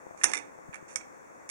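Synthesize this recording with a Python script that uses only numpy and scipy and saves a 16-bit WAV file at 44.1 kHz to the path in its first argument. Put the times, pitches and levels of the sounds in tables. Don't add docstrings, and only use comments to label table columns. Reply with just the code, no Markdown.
import sys
import numpy as np
from scipy import signal
from scipy.fft import rfft, irfft
from scipy.io import wavfile
from scipy.ndimage import uniform_filter1d

SR = 44100
rng = np.random.default_rng(int(sys.argv[2]) if len(sys.argv) > 2 else 0)


def wav_out(sig):
    wavfile.write(sys.argv[1], SR, np.round(np.clip(np.atleast_2d(sig).T, -1, 1) * 32767).astype(np.int16))


N = 66150
T = np.arange(N) / SR
FREQS = np.fft.rfftfreq(2 * N, 1 / SR)


def undb(db):
    return 10 ** (np.asarray(db) / 20)


def unit(x):
    return x / np.sqrt(np.mean(x ** 2))


def colour(x, points):
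    hz, db = np.array(points, float).T
    gain = undb(np.interp(np.log(FREQS + 1), np.log(hz), db))
    cepstrum = irfft(np.log(gain))
    cepstrum[1:N] *= 2
    cepstrum[N + 1:] = 0
    return irfft(rfft(x, 2 * N) * np.exp(rfft(cepstrum)))[..., :N]


def at(x, start):
    return np.pad(x, (max(int(start * SR), 0), 0))[:N]


def burst(points, rise_s, fall_s):
    envelope = np.minimum(T / rise_s, 1) * np.exp(-np.maximum(T - rise_s, 0) / fall_s)
    rasp = colour(rng.standard_normal(N) * envelope, points)
    return rasp * np.sqrt(.002 * SR / np.sum(rasp ** 2))


def ring(modes, pitch=1):
    t = T[:N // 4]
    out = 0
    for hz, db, t60 in modes:
        weight = undb(db + .8 * rng.standard_normal()) * rng.choice([-1, 1])
        detuned_hz = hz * pitch * (1 + 0.0068 * rng.standard_normal())
        out += weight * np.exp(-np.log(1000) * t / t60) * np.sin(2 * np.pi * detuned_hz * t)
    return np.pad(out, (0, N - len(t)))


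def tail(t60, build_s):
    x = rng.standard_normal(N) * np.exp(-np.log(1000) * T / t60) * np.minimum(T / build_s, 1) ** 2
    return x / np.sqrt(np.sum(x ** 2))


def hush():
    # (frequency [Hz], gain [dB])
    tone = [(15, -50.5), (25, -21.5), (141, -11), (175, -7.5), (217, -5.5), (249, -6), (317, -3.5),
            (416, -4.5), (516, -2), (591, -3.5), (887, -4.5), (1190, -5.5), (1290, -7.5), (2050, -11),
            (2550, -17.5), (2910, -25.5), (4490, -26.5), (5000, -23), (6560, -20), (12200, -33.5),
            (16000, -37.5)]
    left_eq = [(40, 3), (100, 2), (250, 1.5), (500, 1.5), (2000, 1), (7000, 4), (12500, -5), (15500, 1)]
    right_eq = [(40, -6.5), (100, -6), (250, 0), (500, -2), (2000, 0), (9000, 1), (12500, -6.5),
                (15000, 6.5)]
    mid, side = (undb(-57) * unit(colour(rng.standard_normal(N), tone)) for _ in range(2))
    side = colour(side, [(1500, 6), (5000, 0.012)])
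    hum_hz, width_hz = 516.6, 19
    resonance = signal.iirpeak(hum_hz, hum_hz / width_hz, SR)
    hum = undb(-61) * unit(signal.lfilter(*resonance, rng.standard_normal(N)))
    return np.array([colour(mid + side, left_eq) + hum, colour(mid - side, right_eq)])


def bumps():
    # (time [s], pitch [Hz], peak [dB])
    pushes = [(0.0682, 620, -26.5), (0.1103, 574, -29), (.148, 660, -30.5), (.588, 745, -30.5),
              (0.6877, 199, -38), (.694, 154, -34), (.828, 270, -36)]
    half_length_cycles = 0.44
    out = 0
    for centre, hz, db in pushes:
        cycles = hz * (T - centre)
        out += undb(db) * np.cos(2 * np.pi * cycles) * np.exp(-(cycles / half_length_cycles) ** 2)
    return np.array([-out, undb(-9) * out])


def slides():
    # (start [s], length [s], level [dB])
    strokes = [(0.17, 0.13, -51), (0.279, 0.031, -38), (0.879, 0.071, -49)]
    # (frequency [Hz], gain [dB])
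    rub_eq = [(200, -7), (900, 1), (2400, 4.5), (3500, -7), (6200, 4.5), (9200, -3), (10700, -13.5),
              (12300, -35.5), (16000, -37)]
    fade_s, roughness = 0.00686, 0.16
    grain = np.exp(roughness * unit(uniform_filter1d(rng.standard_normal(N), size=90)))
    push = sum(undb(db) * np.clip(np.minimum(T - start, start + length - T) / fade_s, 0, 1)
               for start, length, db in strokes)
    return push * unit(colour(grain * rng.standard_normal(N), rub_eq))


def clicks():
    # (time [s], bead crack [dB], frame knock [dB], frame pitch [ratio])
    contacts = [(.2134, -53, -28.5, 0.88), (0.219, -45, -40, 1.26), (.2356, -14, -17.5, 0.99),
                (0.2381, -14.5, -37, 0.9), (0.2403, -21.5, -20, .85), (0.2416, -5, -13.5, .86),
                (.2497, -36, -21.5, .88), (0.259, -28, -23, 1.1), (0.3162, -28, -29.5, 1.4),
                (.3352, -16, -16.5, .97), (0.3389, -52, -34, 1.2), (.3464, -25, -22.5, 1.1),
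                (0.3541, -25, -25, 1.2), (.3697, -30, -27.5, 1.7), (0.3758, -27, -26.5, 1.07),
                (0.379, -44, -45, 1.1), (0.3879, -35, -33.5, 1.1), (0.393, -50, -40.5, 1.3),
                (0.7285, -51.5, -39, 1.11), (.7360, -55, -32, 0.78), (0.7428, -36.5, -27, 1.08),
                (.7561, -40.5, -34.5, 0.87), (.7650, -59, -45, 1.2), (0.958, -18.5, -24.5, 1.07),
                (.9587, -19, -25.5, 1.07), (1.0090, -63, -35, 1.1), (1.4910, -30, -42, 3.2),
                (1.4948, -48, -31.5, 1.05), (1.4982, -24.5, -48.5, 1.08)]
    # (frequency [Hz], gain [dB])
    crack_eq = [(1000, -28), (3000, -3.5), (4500, -7.5), (5600, 3.5), (7200, -4), (9100, -1), (10700, -11),
                (12100, -51.5), (15500, -34.5)]
    knock_eq = [(60, -33), (250, -28.5), (700, -8), (1300, -1), (2400, 5.5), (3500, -5), (5000, -15.5),
                (12000, -56)]
    # (frequency [Hz], level [dB], t60 [s])
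    bead_modes = [(5640, 6.5, 0.0347), (5750, 2, .06), (6640, -21.5, 0.044), (7050, 12, 0.0389),
                  (7630, -4.5, 0.032), (9250, 7.5, 0.038)]
    frame_modes = [(761, -17, 0.051), (1200, -6.5, 0.035), (1516, -8.5, 0.016), (1917, -5.5, 0.021),
                   (2106, 1, 0.042), (2335, -4, 0.028), (2610, -7, 0.012), (3590, -8, 0.019)]
    out = 0
    for start, crack_db, knock_db, pitch in contacts:
        crack = burst(crack_eq, rise_s=0.00052, fall_s=0.0011)
        bead = crack + undb(-23) * ring(bead_modes)
        bead = colour(bead, [(6000, 0), (12000, 0.06 * crack_db)])
        knock = burst(knock_eq, rise_s=0.00048, fall_s=0.0021)
        frame = undb(-5.5) * knock + undb(-4) * ring(frame_modes, pitch)
        out += at(undb(crack_db) * bead + undb(knock_db) * frame, start)
    return out


def thuds():
    # (time [s], level [dB])
    blows = [(.2418, -24), (0.3358, -30.5)]
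    # (frequency [Hz], gain [dB])
    body_eq = [(50, -38.5), (140, -9.5), (300, 4), (480, 0.5), (900, 3), (1300, -5.5), (2500, -13),
               (4000, -31), (12000, -55.5)]
    # (frequency [Hz], level [dB], t60 [s])
    desk_modes = [(288.4, 5, 0.37), (334.3, -1.5, 0.461), (400, -6.5, .35)]
    out = 0
    for start, db in blows:
        body = burst(body_eq, rise_s=0.03, fall_s=0.059)
        desk = undb(-29.5) * ring(desk_modes)
        out += undb(db) * at(body + desk, start)
    return out


def room(x):
    # (frequency [Hz], gain [dB])
    wall_eq = [(100, -17), (290, 7.5), (600, 3.5), (1100, -6), (2200, -3), (6000, -7.5), (10000, -11.5),
               (16000, -10.5)]
    crossover_hz, build_s = 1500, 0.01233
    highs = signal.lfilter(*signal.butter(2, crossover_hz, "high", fs=SR), tail(0.31, build_s))
    lows = signal.lfilter(*signal.butter(2, crossover_hz, fs=SR), tail(0.36, build_s))
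    desk = undb(-8.5) * tail(t60=0.089, build_s=0.0019)
    walls = undb(-7.5) * colour(lows + highs, wall_eq)
    return x + signal.fftconvolve(x, desk + walls)[:N]


def scene():
    # (frequency [Hz], gain [dB])
    far_eq = [(100, -3), (500, -7.5), (1100, -10), (2200, -12.5), (6000, -15), (15000, -23.5)]
    abacus = clicks() + thuds() + slides()
    right = room(abacus)
    left = -colour(0.53 * right + 0.55 * room(abacus), far_eq)
    return np.array([left, right]) + bumps() + hush()


def record(dry):
    # (centre [Hz], width [Hz])
    notches = [(3040, 804), (4020, 980), (5020, 1120)]
    for hz, width_hz in notches:
        dry = signal.lfilter(*signal.iirnotch(hz, hz / width_hz, SR), dry)
    top_cut = signal.ellip(8, .2, 70, 15800, fs=SR, output="sos")
    return signal.sosfilt(top_cut, np.clip(dry, -1, 1))


dry = scene()
out = record(dry)
wav_out(out)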